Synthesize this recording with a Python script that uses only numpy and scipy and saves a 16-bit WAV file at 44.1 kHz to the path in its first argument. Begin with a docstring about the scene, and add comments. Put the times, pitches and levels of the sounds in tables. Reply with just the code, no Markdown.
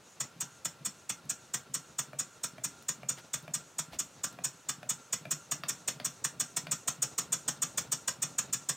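"""A small single-cylinder, double-acting model steam engine runs on compressed air and is throttled up.
It stands on a workshop bench, close to a stereo microphone and straight ahead. The crank sets the beat:
each dead centre lets out a puff (a hiss from the port, a lower chuff, a thump into the bench), then the
piston sweeps out the rest of the air with a faint whistle. The rod takes up its play once a turn,
a bearing knocks for a while, the valve leaks; close walls answer."""
import sys
import numpy as np
from scipy import signal
from scipy.fft import rfft, irfft, next_fast_len
from scipy.io import wavfile

SR = 44100
rng = np.random.default_rng(int(sys.argv[2]) if len(sys.argv) > 2 else 0)


def generate_wav(signal):
    """Clip the signal to [-1, 1] and save it as 16-bit WAV at the path in sys.argv[1]."""
    frames = np.transpose(np.atleast_2d(signal))
    scaled = np.clip(frames, -1, 1) * 32767
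    pcm = np.round(scaled).astype(np.int16)
    wavfile.write(sys.argv[1], SR, pcm)


N = 386316
T = np.arange(N) / SR

# blows of the loose bearing: t/s, relative level/dB
BEARING_KNOCKS = [(2.132, -38), (2.582, -38), (3.032, -38), (3.479, -33.5), (3.932, -35), (4.388, -35),
                  (4.83, -34.5), (5.254, -34), (5.636, -26.5), (6, -28.5), (6.669, -29)]
# resonances of the exhaust port: f/Hz, width/Hz, level/dB
PORT_RESONANCES = [(5370, 57, -19), (5750, 150, -4), (6294, 89, 2.5), (6340, 26, -7), (6805, 76, 6),
                   (7300, 69, -9), (7840, 97, -4), (8300, 25, -8), (8490, 130, 5), (12400, 84, -9),
                   (14600, 89, -16), (15300, 120, -20)]
# bottom stroke, then top: hiss level/dB, hiss opening/s, chuff level/dB, chuff delay/s,
# chuff opening/s, pop level/dB, pop delay/s, thump delay/s
STROKE_SETTINGS = [(-.3, 0.0072, -8.5, 0.00056, 0.0055, -8, 0.0019, 0.00727),
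                   (.3, 0.0083, -12, 0.0063, 0.013, -16, 0.0068, 0.01355)]


def amp(db):
    """Decibels to gain."""
    return np.exp(np.asarray(db) * np.log(10) / 20)


def unit(x):
    """Scale to rms 1."""
    return x / np.sqrt(np.mean(x ** 2) + 1e-20)


def along(points, hz):
    """Read (f/Hz, value) points on a log frequency axis."""
    freqs, values = np.transpose(points)
    return np.interp(np.log(hz + 1), np.log(freqs + 1), values)


def filtered(x, response):
    """Filter x by a gain given as a function of frequency."""
    size = next_fast_len(N + SR // 4, real=True)
    grid = np.fft.rfftfreq(8192, 1 / SR)
    gain = np.interp(np.fft.rfftfreq(size, 1 / SR), grid, response(grid))
    return irfft(rfft(x, size) * gain, size)[..., :N]


def highpass(x, edge_hz):
    """Steep bass cut: small parts radiate no deep bass."""
    return filtered(x, lambda hz: hz ** 4 / np.sqrt(hz ** 8 + edge_hz ** 8))


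def resonances(peaks, hz, broaden=1):
    """Gain of (f/Hz, width/Hz, level/dB) resonances; rushing air broadens them."""
    return np.sqrt(sum(amp(db) ** 2 / (1 + (2 * (hz - centre) / (width * broaden)) ** 2) ** 2
                       for centre, width, db in peaks))


def noise(response):
    """Coloured noise of rms 1."""
    return unit(filtered(rng.standard_normal(N), response))


def rush(spectrum, peaks=(), peaks_db=0, broaden=1):
    """Noise of rms 1 with a (f/Hz, level/dB) spectrum, lifted at any resonant peaks."""
    return noise(lambda hz: amp(along(spectrum, hz))
                 * (1 + amp(peaks_db) * resonances(peaks, hz, broaden)))


def wobble(rate):
    """A random curve through `rate` knots a second."""
    knots = rng.standard_normal(int(N * rate / SR) + 2)
    return np.interp(T * rate, np.arange(len(knots)), knots)


def add(track, s, sound):
    """Mix a short sound into a track at time s."""
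    part = track[max(round(s * SR), 0):][:len(sound)]
    part += sound[:len(part)]


def ring(modes, attack_s, scatter_db, detune):
    """One blow on a body: its modes decay, at slightly new strengths and pitches each time."""
    t = np.arange(SR // 8) / SR
    tones = 0
    for hz, db, t60 in modes:
        decay = amp(db + rng.normal(0, scatter_db) - 60 * t / t60)
        tones += decay * np.sin(2 * np.pi * hz * (1 + rng.normal(0, detune)) * t)
    return tones * (1 - np.exp(-t / attack_s))


def crack(t60):
    """A very short burst of decaying noise."""
    t = np.arange(SR // 20) / SR
    return amp(-60 * t / t60) * rng.standard_normal(len(t))


def room_tone():
    """The workshop's steady air, alike in both channels."""
    air = [(15, -46), (25, -42), (108, -0.5), (195, -11.5), (326, -4), (591, -2.5), (734, -6), (1070, -5),
           (1400, -4), (2050, -10), (2690, -9), (4740, -15), (6920, -13.5), (16000, -27.5)]  # room air spectrum: f/Hz, level/dB
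    return amp(-61.5) * rush(air)


def stereo_side(engine):
    """What left and right do not share: treble scattered by shelves close by, and diffuse room air."""
    scatter_gain = [(100, -34), (300, -28), (1200, -53), (3500, -46), (5500, -14.5), (7000, -22),
                    (9000, -20), (11000, -25), (13000, -22), (15000, -29)]  # scatter off the shelves: f/Hz, level/dB
    diffuse_air = [(15, -43), (25, -12), (394, 1.5), (2700, -13), (3630, -16), (5720, -11), (8550, -23),
                   (9770, -42), (15000, -48)]  # diffuse air spectrum: f/Hz, level/dB
    shelves = crack(t60=0.086)
    scatter = signal.oaconvolve(engine, shelves / np.linalg.norm(shelves))[:N]
    return filtered(scatter, lambda hz: amp(along(scatter_gain, hz))) + amp(-72) * rush(diffuse_air)


def wall_tail():
    """A dense answer from shelves and walls, 6 ms late, each frequency dying at its own speed."""
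    decay_times = [(150, 0.37), (1200, 0.23), (6000, 0.15), (9000, 0.21), (15000, 0.23)]  # reverberation: f/Hz, t60/s
    hz, t, bins = signal.stft(rng.standard_normal(SR // 2), SR, nperseg=256)
    tail = signal.istft(bins * amp(-60 * t / along(decay_times, hz)[:, None]), SR, nperseg=256)[1]
    return np.r_[np.zeros(round(.006 * SR)), tail / np.linalg.norm(tail)]


def workshop(hiss, chuff, clatter, thumps):
    """The room's answer drifts between two tails, shifting from beat to beat as parts move."""
    jet_spill = [(4500, -7), (5600, 3.5), (6300, -1), (6850, -7.5), (7500, -6), (8500, -12.5),
                 (10500, -8.5), (15000, -15)]  # the jet beams forward, the walls get a duller share: f/Hz, level/dB
    spill = filtered(hiss, lambda hz: amp(along(jet_spill, hz)))
    send = spill + amp(-5.5) * chuff + amp(-6.5) * clatter + amp(-14.5) * thumps
    drift = 2 * np.pi * .7 * T
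    return sum(signal.oaconvolve(send * share, wall_tail())[:N]
               for share in (np.cos(drift), np.sin(drift)))


def mirrored(x):
    """Direct sound at the microphone plus reflections off the bench top and the nearest parts."""
    echoes = [(.0017, -15.5), (.0031, -15), (.0047, -30.5)]  # first reflections: delay/s, level/dB
    return filtered(x, lambda hz: 1 + sum(amp(db) * np.exp(-2j * np.pi * hz * delay)
                                          for delay, db in echoes))


def scuffs():
    """A hand and sleeve brush the bench, each time with a dull bump."""
    touches = [(3.188, 0.017, -49, -62), (3.943, 0.021, -49, -49)]  # brushes: t/s, half-length/s, brush level/dB, bump level/dB
    cloth = rush([(60, -25), (300, 0), (2500, 0), (5000, -4.5), (15000, -19)])
    bump = noise(lambda hz: resonances([(80, 30, -7), (156, 170, -7)], hz))
    return sum(np.exp(-((T - s) / half_length) ** 2) * (amp(brush_db) * cloth + amp(bump_db) * bump)
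               for s, half_length, brush_db, bump_db in touches)


def rubbing(turns, pace):
    """Crosshead and bearings rub, louder with speed."""
    friction = [(41, -48), (70, -7), (143, 2.5), (325, -5.5), (916, -9), (1360, -17), (2450, -19.5),
                (2680, -14.5), (2980, -24), (3380, -20.5), (3690, -14), (5000, -19), (6500, -17),
                (11000, -120)]  # spectrum of the sliding parts: f/Hz, level/dB
    sweep = np.sin(2 * np.pi * turns) ** 2
    level = amp(-64 + 0.59 * sweep + 4 * wobble(40)) * pace ** 1.3
    return highpass(level * rush(friction), edge_hz=60)


def whistle(puffs, pace):
    """Air whistles faintly as the piston sweeps it out between puffs."""
    peaks = [(1380, 100, 5), (1550, 70, -4), (2780, 200, -9), (3450, 200, -12), (4300, 260, -10)]  # whistle resonances: f/Hz, width/Hz, level/dB
    puff_times = np.transpose(puffs)[0]
    stroke_phase = np.interp(T, puff_times, np.arange(len(puffs))) % 1
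    outflow = abs(np.sin(np.pi * stroke_phase ** .65)) ** 1.1
    level = amp(-63 + 1.5 * wobble(13)) * outflow * pace ** .6
    return level * noise(lambda hz: resonances(peaks, hz))


def valve_leak(turns, pace):
    """Air slips past the valve and through the port, most of all after the top puff."""
    spectrum = [(3500, -35), (4900, -10), (5700, -0.5), (6850, 0), (7600, -1), (8450, -8), (9300, -8.5),
                (15000, -24)]  # leaking air: f/Hz, level/dB
    gap = amp(-19.5) + ((1 + np.cos(2 * np.pi * (turns - .76))) / 2) ** 4
    return amp(-62) * pace ** 1.54 * gap * rush(spectrum, PORT_RESONANCES, peaks_db=8)


def rattle(turns, pace, per_turn=9, idle_db=-73):
    """Pins and links touch lightly at chance points of the turn, harder with speed."""
    contacts = np.zeros(N)
    for turn in rng.uniform(turns[0], turns[-1], int(per_turn * turns[-1])):
        add(contacts, np.interp(turn, turns, T), amp(rng.normal(0, 1.65)) * crack(t60=0.032))
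    peaks = [(269, 130, 4), (480, 900, 4), (680, 830, -12)]
    body = unit(filtered(contacts, lambda hz: resonances(peaks, hz)))
    return amp(idle_db) * pace ** 2.2 * body


def valve_ticks():
    """The valve gear gives a few light, bright ticks."""
    ticks = [(1.2535, -47), (2.8245, -39), (3.4254, -42), (4.3264, -40)]  # contacts in the gear: t/s, relative level/dB
    out = np.zeros(N)
    for s, db in ticks:
        add(out, s, amp(db - 10) * crack(t60=0.02))
    return highpass(out, edge_hz=2000)


def bearing_knocks():
    """A loose bearing knocks the frame, more brightly when the blow is hard."""
    frame_modes = [(625, 0.5, 0.065), (675, 2, 0.048), (560, -12.5, .035), (1290, -2, 0.018),
                   (2360, 1, 0.022)]  # the frame's ring: f/Hz, level/dB, t60/s
    body, contact, snap = np.zeros((3, N))
    typical_db = np.mean(np.transpose(BEARING_KNOCKS)[1])
    for s, db in BEARING_KNOCKS:
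        hardness = db - typical_db
        frame = ring(frame_modes, attack_s=0.0011, scatter_db=1.5, detune=0.012)
        add(body, s, amp(-43.5 + 0.21 * hardness) * frame)
        add(contact, s, amp(db + .5) * crack(t60=0.017))
        add(snap, s, amp(-45 + 2.7 * hardness) * crack(t60=0.036))
    dull = [(100, -30), (400, -7), (1200, 4.5), (2600, 3), (4000, -9.5), (6000, -16.5), (15000, -20)]
    contact = filtered(contact, lambda hz: amp(along(dull, hz)))
    snap = filtered(snap, lambda hz: resonances([(3550, 980, -1), (4620, 1000, -0.5)], hz))
    return body + contact + snap


def bench_thumps(puffs, turns, pace):
    """Piston, rod and loose bearing shake the bench, harder with speed."""
    bench_modes = [(138.1, -0.5, 0.14), (162.5, 3, 0.079), (214, -4, 0.093), (262.6, -10, 0.16)]  # the bench's ring: f/Hz, level/dB, t60/s
    play_turns, bump_lead_turns = .343, .105
    out = np.zeros(N)

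    def thump(s, db, attack_s):
        add(out, s, amp(db) * ring(bench_modes, attack_s, scatter_db=1.5, detune=.055))

    for s, _, top in puffs:  # the piston's reversal is a firm blow
        thump(s + STROKE_SETTINGS[top][-1], db=-42.5, attack_s=.003)
    for s in np.interp(np.arange(play_turns, turns[-1]), turns, T):  # the rod takes up its play softly
        thump(s, db=-42.5, attack_s=.009)
    for s, _ in BEARING_KNOCKS:  # the bearing bumps first, then its knock reaches the bench
        bump_turn = np.interp(s, T, turns) - bump_lead_turns
        thump(np.interp(bump_turn, turns, T), db=-48, attack_s=.0019)
        thump(s + .0052, db=-48, attack_s=.0025)
    return highpass(out * pace ** .7, edge_hz=131)


def crank(idle_turns_per_s=2.2, first_beat_s=.209):
    """Turns done since the first beat, and the pace (speed over idle speed)."""
    speeds = [(0, 2.228), (1.39, 2.262), (1.54, 2.231), (4.94, 2.211), (5.13, 2.506), (5.8, 2.796),
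              (6.15, 2.683), (6.39, 3.144), (7.56, 3.396), (8.26, 3.254), (8.76, 3.276)]  # idling, then the air valve opens in two steps: t/s, speed/(turns/s)
    speed = np.interp(T, *np.transpose(speeds))
    turns = np.cumsum(speed) / SR
    return turns - np.interp(first_beat_s, T, turns), speed / idle_turns_per_s


def beats(turns, pace):
    """Two puffs a turn: rows of (t/s, pace, 0 for bottom or 1 for top)."""
    stroke = np.arange(int(2 * turns[-1]) + 1)
    top, paces = stroke % 2, np.interp(stroke / 2, turns, pace)
    limp_turns = .0451 * paces ** -1.743  # the top puff is early; the flywheel evens this out at speed
    times = np.interp(stroke / 2 - top * limp_turns, turns, T)
    return list(zip(times, paces, top))


def blowdown(flow, s, db, opening_s, emptying_s):
    """Add a burst of flow peaking at time s: the port snaps open, then the cylinder empties."""
    t = np.arange(-SR // 25, SR // 15) / SR
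    burst = np.exp(-np.where(t < 0, abs(t / opening_s) ** 3.93, abs(t / emptying_s) ** 2.04))
    add(flow, s + t[0], amp(db) * burst)


def exhaust(puffs):
    """Each puff hisses in the port and chuffs in the passages, with a short pop at its pressure peak."""
    strength = [(0, -30), (.9, -30.5), (1.6, -29), (4.65, -28.5), (5.05, -27), (5.55, -27.5), (6.5, -27),
                (7, -26), (7.9, -26), (8.25, -28), (8.76, -26.5)]  # strength of the puffs: t/s, level/dB
    jet_spectrum = [(2650, -37), (4500, -34.5), (4870, -17), (5530, -6.5), (5990, -14), (6990, 0.5),
                    (7820, -2.5), (8690, -5), (9460, -15.5), (11000, -28.5), (12400, -15), (13500, -14.5),
                    (14200, -18), (14900, -8), (16000, -32)]  # the exhaust jet: f/Hz, level/dB
    chuff_spectrum = [(180, -12), (300, -8), (760, -8), (1120, -2), (1860, -3), (2250, -4.5), (3510, 0),
                      (4050, -7.5), (5000, -5.5), (6500, 3.5), (11000, -120)]  # air in the passages: f/Hz, level/dB
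    passages = [(1020, 55, -6.5), (1213, 100, -4.5), (1385, 50, -3), (1550, 47, -4), (1818, 37, -2.5),
                (2480, 43, -2.5), (3490, 70, -6), (4330, 94, -1)]  # their resonances: f/Hz, width/Hz, level/dB
    hiss_flow, chuff_flow, pop_flow = np.zeros((3, N))
    for s, pace, top in puffs:
        hiss_db, hiss_rise, chuff_db, chuff_delay, chuff_rise, pop_db, pop_delay, _ = STROKE_SETTINGS[top]
        blast_db = np.interp(s, *np.transpose(strength)) + rng.normal(0, .23)
        body_db = blast_db + 2.4 * np.log10(pace)  # chuff and pop grow with speed
        slowness = pace ** -.099  # a faster valve opens more sharply
        blowdown(hiss_flow, s, blast_db + hiss_db, hiss_rise * slowness, emptying_s=.0096)
        blowdown(chuff_flow, s + chuff_delay, body_db + chuff_db, chuff_rise * slowness, emptying_s=.012)
        blowdown(pop_flow, s + pop_delay, body_db + pop_db, opening_s=.0016, emptying_s=.0025)
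    hiss = rush(jet_spectrum, PORT_RESONANCES, peaks_db=4, broaden=1.9)
    chuff = rush(chuff_spectrum, passages, peaks_db=2.5, broaden=2.4)
    pop = rush([(100, -17), (400, -4), (1600, -2.5), (4000, -12), (9000, -19)])
    return hiss_flow * hiss, chuff_flow * chuff + pop_flow * pop


def scene():
    """The engine stands straight ahead of the microphone; only the room gives a little width."""
    turns, pace = crank()
    puffs = beats(turns, pace)
    hiss, chuff = exhaust(puffs)
    clatter = bearing_knocks() + valve_ticks() + rattle(turns, pace)
    thumps = bench_thumps(puffs, turns, pace)
    bed = rubbing(turns, pace) + whistle(puffs, pace) + valve_leak(turns, pace) + room_tone()
    room = workshop(hiss, chuff, clatter, thumps)
    engine = highpass(mirrored(hiss + chuff) + clatter + thumps + room, edge_hz=63)
    mid = engine + scuffs() + bed
    side = stereo_side(engine)
    return np.array([mid + side, mid - side])


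def record(dry):
    """The microphone chain passes nothing above its band limit."""
    limit_hz = 15850
    return filtered(dry, lambda hz: hz < limit_hz)


dry = scene()
out = record(dry)
generate_wav(out)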